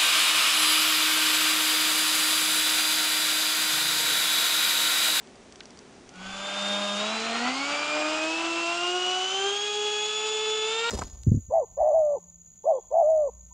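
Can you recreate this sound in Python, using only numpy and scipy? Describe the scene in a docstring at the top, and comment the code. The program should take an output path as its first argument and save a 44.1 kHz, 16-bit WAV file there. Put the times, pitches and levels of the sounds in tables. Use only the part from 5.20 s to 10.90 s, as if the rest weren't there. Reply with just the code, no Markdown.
"""Indoors, close to a test stand that holds a small electric ducted fan; both channels carry the same sound.
A quiet room has a few handling ticks and one sharper click; then the running fan fades in and climbs in steps.
The rotor hums at its turning rate, blades and motor whine at multiples of it, and shaped noise makes the air.
Two thin high tones: one near 7.6 kHz that comes and goes, and one near 10 kHz only while the fan turns slowly."""
import sys
import numpy as np
from scipy import signal
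from scipy.fft import rfft, irfft
from scipy.io import wavfile

SR = 44100
rng = np.random.default_rng(int(sys.argv[2]) if len(sys.argv) > 2 else 0)


def store_wav(level_fs):
    """Save 16-bit WAV to argv[1]."""
    pcm = np.round(np.clip(np.atleast_2d(level_fs), -1, 1) * 32767)
    wavfile.write(sys.argv[1], SR, pcm.T.astype(np.int16))


N = 251370  # length in samples

# Noise spectra are relative: each noise is scaled to an rms of 1 before its own level is applied.
# Ring tables give t60_s, the time a ring takes to fall by 60 dB.

# --- quiet room, ticks and click
# Colour of the room tone: pitch_hz, level_db (per Hz)
ROOM_SPECTRUM = [(18, -57.5), (30, -22.5), (49, -15.5), (153, -13.5), (249, -6.5), (333, -11.5),
                 (385, -5.5), (503, -14.5), (779, -14.5), (970, -19), (5320, -28), (5860, -26),
                 (10000, -36), (13000, -82), (22000, -120)]
# Colour of the low handling rumble: pitch_hz, level_db (per Hz)
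RUMBLE_SPECTRUM = [(22, -3), (60, -12.0), (120, -10), (400, -58.5)]
# Soft bumps in the rumble that swell and die away: middle_s, level_db, half_length_s
RUMBLE_BUMPS = [(1.11, -55, 0.091), (2.24, -70, 0.06), (2.95, -74, 0.07), (4.23, -68, 0.072),
                (5.68, -72, 0.06)]
# Handling ticks: start_s, level_db (each ring adds its own level to this)
HANDLING_TICKS = [(0.073, -46), (0.156, -46), (0.324, -41), (0.3581, -43), (0.4343, -47), (0.456, -43),
                  (0.5064, -45), (0.5736, -46.5), (0.5903, -41), (0.892, -38.5), (0.9394, -47),
                  (0.958, -44)]
# Rings of the small case that is touched: pitch_hz, level_db, t60_s
TICK_RINGS = [(3350, -2.5, 0.0056), (4780, -1, 0.015), (5750, -0.5, 0.0068), (6900, -9.5, .003)]
# Colour of the scratching: pitch_hz, level_db (per Hz)
SCRATCH_SPECTRUM = [(2000, -13), (5500, -3), (7500, 4), (10000, -18)]
# Hollow body under the sharper click: pitch_hz, level_db, t60_s
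CLICK_RINGS = [(1540, -5.5, 0.035), (2400, -14, .012), (4350, 7, 0.0089)]

# --- rotor: an "order" is a multiple of the shaft's turning rate
# How fast the fan turns as the throttle is opened in steps: time_s, turns_per_s
SHAFT_SPEED = [(0.9, 178.9), (1.105, 192.7), (1.272, 198.8), (1.59, 203.5), (1.763, 203.2), (1.92, 218.9),
               (2.191, 234.0), (2.413, 277.7), (2.511, 289.5), (3.032, 315.8), (3.213, 331.8),
               (3.457, 337.7), (3.739, 359.7), (4.017, 371.1), (4.447, 415.4), (4.745, 419.8),
               (5.041, 430.3), (5.433, 433.7), (5.7, 470.5)]
# Tone at the shaft rate, swelling and sinking as it climbs: time_s, level_db
SHAFT_TONE_LEVEL = [(1.0, -30.2), (1.29, -46), (1.51, -37.5), (2.08, -40.5), (2.26, -32), (2.63, -47),
                    (2.81, -36.5), (3.38, -34.5), (3.56, -41), (3.69, -32.5), (4.1, -40.0), (4.27, -29),
                    (4.39, -39), (4.59, -32), (4.94, -37.7), (5.3, -30), (5.7, -35)]
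# Overtones of the hum: order
HUM_OVERTONES = (2, 3, 4, 5, 6, 7)
# Their levels at the middle speed, one row each: level_db, rise_db (per doubling of speed)
HUM_OVERTONE_LEVELS = [(-43, 11.5), (-42.5, 0), (-45, 4), (-51, -4), (-53.5, -11.5), (-61, -1)]
# Peaks and dips of duct and stand that the overtones glide through: pitch_hz, level_db
STAND_RESPONSE = [(400, -8), (452, 6), (545, -8), (605, 3), (665, 0), (730, 5), (888, -8.5), (1010, 2.5),
                  (1310, -4), (1385, 4.5), (1600, 0), (1740, -7.5), (2370, 6.5), (2520, 16.5), (3200, 11)]
# Speeds where all overtones swell or sink together: turns_per_s, level_db, half_width_turns_per_s
SWELL_SPEEDS = [(208.7, 4, 7.4), (301, 5, 41), (327.8, -6, 4.6), (378, -4, 7.6), (394.5, 3, 6.1),
                (458, 5, 30)]
# Rotor whirling in its bearing play, at odd multiples of half the shaft rate: order
HALF_ORDERS = (1.5, 2.5, 3.5, 4.5, 5.5)
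# Level of each half order: time_s, level_db
WHIRL_LEVEL = [(1.5, -53.5), (2.1, -58), (2.8, -50.5), (3.4, -54), (4.2, -60), (5.7, -75)]

# --- blades, motor and thin high tones
# Blade tone, a fainter tone just above it, and the blade tone's second and third harmonics: order
BLADE_TONES = (8, 9, 16, 24)
# Their levels at the middle speed, one row each: level_db, rise_db (per doubling of speed)
BLADE_TONE_LEVELS = [(-34.5, 0.5), (-57, 16), (-45.5, 5), (-53, 1.5)]
# How well the duct lets the blade tones out: pitch_hz, level_db
DUCT_PEAKS = [(1520, 0), (1720, -20), (1950, -3.5), (2400, -2.5), (2950, 3), (3450, 0.5), (3800, -3.5),
              (4600, 5.5), (5300, -9.5), (6000, 0), (6800, 3), (7600, -4.5), (10000, -17.5)]
# Magnetic whine of the motor and its octave: order
MOTOR_TONES = (18, 36)
# Their levels at the middle speed, one row each: level_db, rise_db (per doubling of speed)
MOTOR_TONE_LEVELS = [(-39.5, 0), (-42.5, -2)]
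# How the motor casing rings, with peaks near 3.6, 4.5 and 7 kHz: pitch_hz, level_db
CASING_PEAKS = [(3300, -4), (3620, 5.5), (4100, -3), (4550, -2), (5200, -15), (6200, -18), (7050, -3),
                (7500, -20.5), (9500, -28)]
# Two thin high tones, the lower and the upper: pitch_hz
THIN_TONES_HZ = (7577, 9990)
# The lower thin tone, which comes and goes: time_s, level_db
LOWER_TONE_LEVEL = [(1.8, -63), (2.4, -66), (2.75, -48), (3.3, -55), (3.52, -49), (4.6, -58), (5.7, -60)]

# --- rushing air
# Colour of the exhaust roar: pitch_hz, level_db (per Hz)
ROAR_SPECTRUM = [(60, -41), (130, -19.5), (200, -10), (260, -8.5), (380, -8.5), (520, -7), (760, 3),
                 (980, -2), (1350, 4), (1750, -6.5), (2400, 0), (4000, -14.5), (9000, -58)]
# Exhaust roar before its gusts: time_s, level_db
ROAR_STRENGTH = [(1.0, -33), (1.8, -37.5), (1.95, -33.5), (2.8, -33.5), (3.7, -41), (4.15, -40.5),
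                 (4.5, -50.5), (5.1, -47.5), (5.7, -42)]
# Colour of the blade hiss: pitch_hz, level_db (per Hz)
HISS_SPECTRUM = [(150, -18.5), (400, -17.5), (1000, -12.5), (1500, -9), (1950, -20), (2300, -9),
                 (2750, 1.5), (3300, -1.5), (4000, -7), (5500, -29)]
# Colour of the fine sizzle off the blade tips: pitch_hz, level_db (per Hz)
SIZZLE_SPECTRUM = [(2500, -33), (3900, -0.5), (4900, 4), (5900, -1), (6800, 1.5), (7500, -1.5), (8200, -9),
                   (9000, -9), (10000, -26.5)]

# --- single settings
ROOM_DB, ROOM_UNDER_FAN_DB = -51, -67.5  # room tone before the fan and under it
RUMBLE_DB = -72  # steady part of the rumble
CLICK_S, CLICK_DB = 0.4056, -35.5  # time and starting level of the click's chirp
FADE_START_S, FADE_S = 0.91, 0.58  # the fan fades in as the room tone gives way
MID_SPEED = 300  # turns per s at which the speed-dependent levels are given
UPPER_TONE_DB, SLOW_SPEED = -59, 207  # upper thin tone is silent from this speed up (turns per s)
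HISS_DB, HISS_RISE_DB = -37.5, 0.4  # before flicker; rise per doubling of speed
SIZZLE_DB, SIZZLE_RISE_DB = -40.5, -1.0  # likewise
CUTOFF_HZ = 10020  # almost nothing is heard above this


def from_db(db):
    """Turn decibels into a plain multiplier."""
    return 10 ** (np.asarray(db) / 20)


def rms_one(x):
    """Scale a signal to an average strength (rms) of 1."""
    return x / np.sqrt(np.mean(np.abs(x) ** 2) + 1e-20)


def in_time(rows):
    """Draw straight lines between a table's points in time, giving one curve for each later column."""
    time_s, *columns = np.transpose(rows)
    return [np.interp(np.arange(N) / SR, time_s, column) for column in columns]


def drift(rate_hz):
    """Slow random wandering of rms 1: noise whose parts faster than about rate_hz are weakened."""
    hz = np.arange(N // 2 + 1) * SR / N
    slowed = rfft(rng.standard_normal(N)) / (1 + (hz / rate_hz) ** 2)
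    return rms_one(irfft(slowed, N))


def coloured_noise(spectrum):
    """Noise of rms 1 shaped by a spectrum, falling away below the spectrum's first pitch."""
    hz = np.arange(N // 2 + 1) * SR / N + 1e-6  # the tiny offset avoids log(0)
    pitch_hz, level_db = np.transpose(spectrum)
    gain = from_db(np.interp(np.log(hz), np.log(pitch_hz), level_db))
    gain = gain * np.minimum(hz / pitch_hz[0], 1) ** 2
    return rms_one(irfft(rfft(rng.standard_normal(N)) * gain, N))


def partial(angle, level_db, flutter, flutter_hz):
    """One tone of the given rms level, with its strength and phase shaken at random."""
    shake = 1 + flutter * (drift(flutter_hz) + 1j * drift(flutter_hz))
    start_phase = 2 * np.pi * rng.random()
    tone = np.real(shake * np.exp(1j * (angle + start_phase)))
    return from_db(level_db) * rms_one(tone)


def with_speed(turns, level_db, rise_db):
    """A level that changes by rise_db with each doubling of the speed."""
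    return level_db + rise_db * np.log2(turns / MID_SPEED)


def line_db(turns, order, level, response):
    """Level of one order: it follows the speed, and the fixed peaks and dips its pitch passes through."""
    pitch_hz, peak_db = np.transpose(response)
    return with_speed(turns, *level) + np.interp(np.log(order * turns), np.log(pitch_hz), peak_db)


def strike(start_s, level_db, rings, spread_db):
    """One blow sets off several dying rings, each with a strength that spread_db can vary at random."""
    out = np.zeros(N)
    start, age = round(start_s * SR), np.arange(SR // 10) / SR
    for pitch_hz, ring_db, t60_s in rings:
        strength_db = level_db + ring_db + rng.normal(0, spread_db)
        fading = from_db(strength_db - 60 * age / t60_s)
        out[start:start + len(age)] += fading * np.sin(2 * np.pi * pitch_hz * age)
    return out


def room(x, t60, wet_db):
    """Scattered reflections, made as a dying noise tail, smear gliding tones and make them beat."""
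    age = np.arange(SR // 2) / SR
    tail = rng.standard_normal(len(age)) * from_db(-60 * age / t60)
    tail = tail * (age > 0.004)  # reflections arrive a little after the direct sound
    reflections = signal.fftconvolve(x, tail / np.linalg.norm(tail))[:N]
    return x + from_db(wet_db) * reflections


def background(fade_in):
    """Room noise that gives way to the fan, plus a low handling rumble with soft bumps."""
    t = np.arange(N) / SR
    room_gain = from_db(ROOM_DB) * (1 - fade_in) + from_db(ROOM_UNDER_FAN_DB) * fade_in
    rumble_gain = from_db(RUMBLE_DB)
    for middle_s, level_db, half_s in RUMBLE_BUMPS:
        rumble_gain = rumble_gain + from_db(level_db) * np.exp(-((t - middle_s) / half_s) ** 2)
    return room_gain * coloured_noise(ROOM_SPECTRUM) + rumble_gain * coloured_noise(RUMBLE_SPECTRUM)


def ticks(scratch_db=-12, scratch_t60=0.028):
    """Light touches on a small plastic case: each rings briefly and scratches a little."""
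    touches = sum(strike(s, db, TICK_RINGS, spread_db=3.5) for s, db in HANDLING_TICKS)
    scratch_gain, age = np.zeros(N), np.arange(SR // 10) / SR
    for start_s, level_db in HANDLING_TICKS:
        start = round(start_s * SR)
        scratch_gain[start:start + len(age)] += from_db(level_db + scratch_db - 60 * age / scratch_t60)
    return touches + scratch_gain * coloured_noise(SCRATCH_SPECTRUM)


def click(start_hz, end_hz, fall_s, t60):
    """A snap whose highs arrive first, so it chirps downward in milliseconds, over a short hollow ring."""
    age = np.maximum(np.arange(N) / SR - CLICK_S, 0)
    hz = end_hz + (start_hz - end_hz) * np.exp(-age / fall_s)
    angle = 2 * np.pi * np.cumsum(hz * (age > 0)) / SR  # stays at zero, so silent, before the click
    chirp = from_db(CLICK_DB - 60 * (age / t60) ** 2) * np.sin(angle)
    return chirp + strike(CLICK_S, CLICK_DB, CLICK_RINGS, spread_db=0.0)


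def rotor_hum(shaft, turns):
    """Unbalance shakes the duct at the low shaft orders; bearing play adds half orders."""
    tone_db, = in_time(SHAFT_TONE_LEVEL)
    whirl_db, = in_time(WHIRL_LEVEL)
    tone = partial(shaft, tone_db, flutter=0.11, flutter_hz=21.0)
    swell_db = sum(db * np.exp(-((turns - speed) / width) ** 2) for speed, db, width in SWELL_SPEEDS)
    overtones = np.zeros(N)
    for order, level in zip(HUM_OVERTONES, HUM_OVERTONE_LEVELS):
        overtone_db = swell_db + line_db(turns, order, level, STAND_RESPONSE)
        overtones += partial(order * shaft, overtone_db, flutter=0.26, flutter_hz=10.6)
    whirl = sum(partial(order * shaft, whirl_db, flutter=0.5, flutter_hz=8.4) for order in HALF_ORDERS)
    return tone + room(overtones, t60=0.4, wet_db=-15.5) + whirl


def whine(shaft, turns):
    """Blade tones glide through the resonances of the duct, the motor's whine through those of its casing."""
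    blades, motor = np.zeros(N), np.zeros(N)
    for order, level in zip(BLADE_TONES, BLADE_TONE_LEVELS):
        blade_db = line_db(turns, order, level, DUCT_PEAKS)
        blades += partial(order * shaft, blade_db, flutter=0.18, flutter_hz=65)
    for order, level in zip(MOTOR_TONES, MOTOR_TONE_LEVELS):
        motor_db = line_db(turns, order, level, CASING_PEAKS)
        motor += partial(order * shaft, motor_db, flutter=0.17, flutter_hz=30)
    return blades + motor


def thin_tones(turns):
    """Two thin high tones of fixed pitch: the lower comes and goes, the upper sounds only at low speed."""
    t = np.arange(N) / SR
    lower_db, = in_time(LOWER_TONE_LEVEL)
    lower_hz, upper_hz = THIN_TONES_HZ
    lower = partial(2 * np.pi * lower_hz * t, lower_db, flutter=0.15, flutter_hz=36)
    upper = partial(2 * np.pi * upper_hz * t, UPPER_TONE_DB, flutter=0.15, flutter_hz=36)
    return lower + upper * np.clip(SLOW_SPEED - turns, 0, 1)


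def air(shaft, turns, gust_db, chop):
    """The exhaust roars and gusts; the noise off the blades flickers and swells once every turn."""
    roar_db, = in_time(ROAR_STRENGTH)
    roar = from_db(roar_db + gust_db * drift(7.8)) * coloured_noise(ROAR_SPECTRUM)
    hiss = from_db(with_speed(turns, HISS_DB, HISS_RISE_DB)) * coloured_noise(HISS_SPECTRUM)
    sizzle = from_db(with_speed(turns, SIZZLE_DB, SIZZLE_RISE_DB)) * coloured_noise(SIZZLE_SPECTRUM)
    flicker = from_db(0.96 * drift(45))
    once_per_turn = rms_one(1 + chop * np.cos(shaft))
    return roar + (hiss + sizzle) * flicker * once_per_turn


def scene():
    """One slightly unsteady shaft drives the hum, whine and air; room and handling sounds are added."""
    turns, = in_time(SHAFT_SPEED)
    unsteady_turns = turns * (1 + 0.00095 * drift(12.0))
    shaft = 2 * np.pi * np.cumsum(unsteady_turns) / SR  # angle of the shaft in radians
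    fade_in = np.clip((np.arange(N) / SR - FADE_START_S) / FADE_S, 0, 1)

    handling = ticks() + click(start_hz=5460, end_hz=1200, fall_s=0.00344, t60=0.016)
    highs = room(whine(shaft, turns), t60=0.34, wet_db=-11.5) + thin_tones(turns)
    fan = rotor_hum(shaft, turns) + highs + air(shaft, turns, gust_db=1.5, chop=0.11)
    mono = background(fade_in) + handling + fade_in * fan
    return np.stack([mono, mono])


def record(dry):
    """A steep low-pass filter removes the top of the sound."""
    low_pass = signal.ellip(12, 0.1, 80, CUTOFF_HZ, fs=SR, output="sos")
    return signal.sosfilt(low_pass, dry)


dry = scene()
out = record(dry)
store_wav(out)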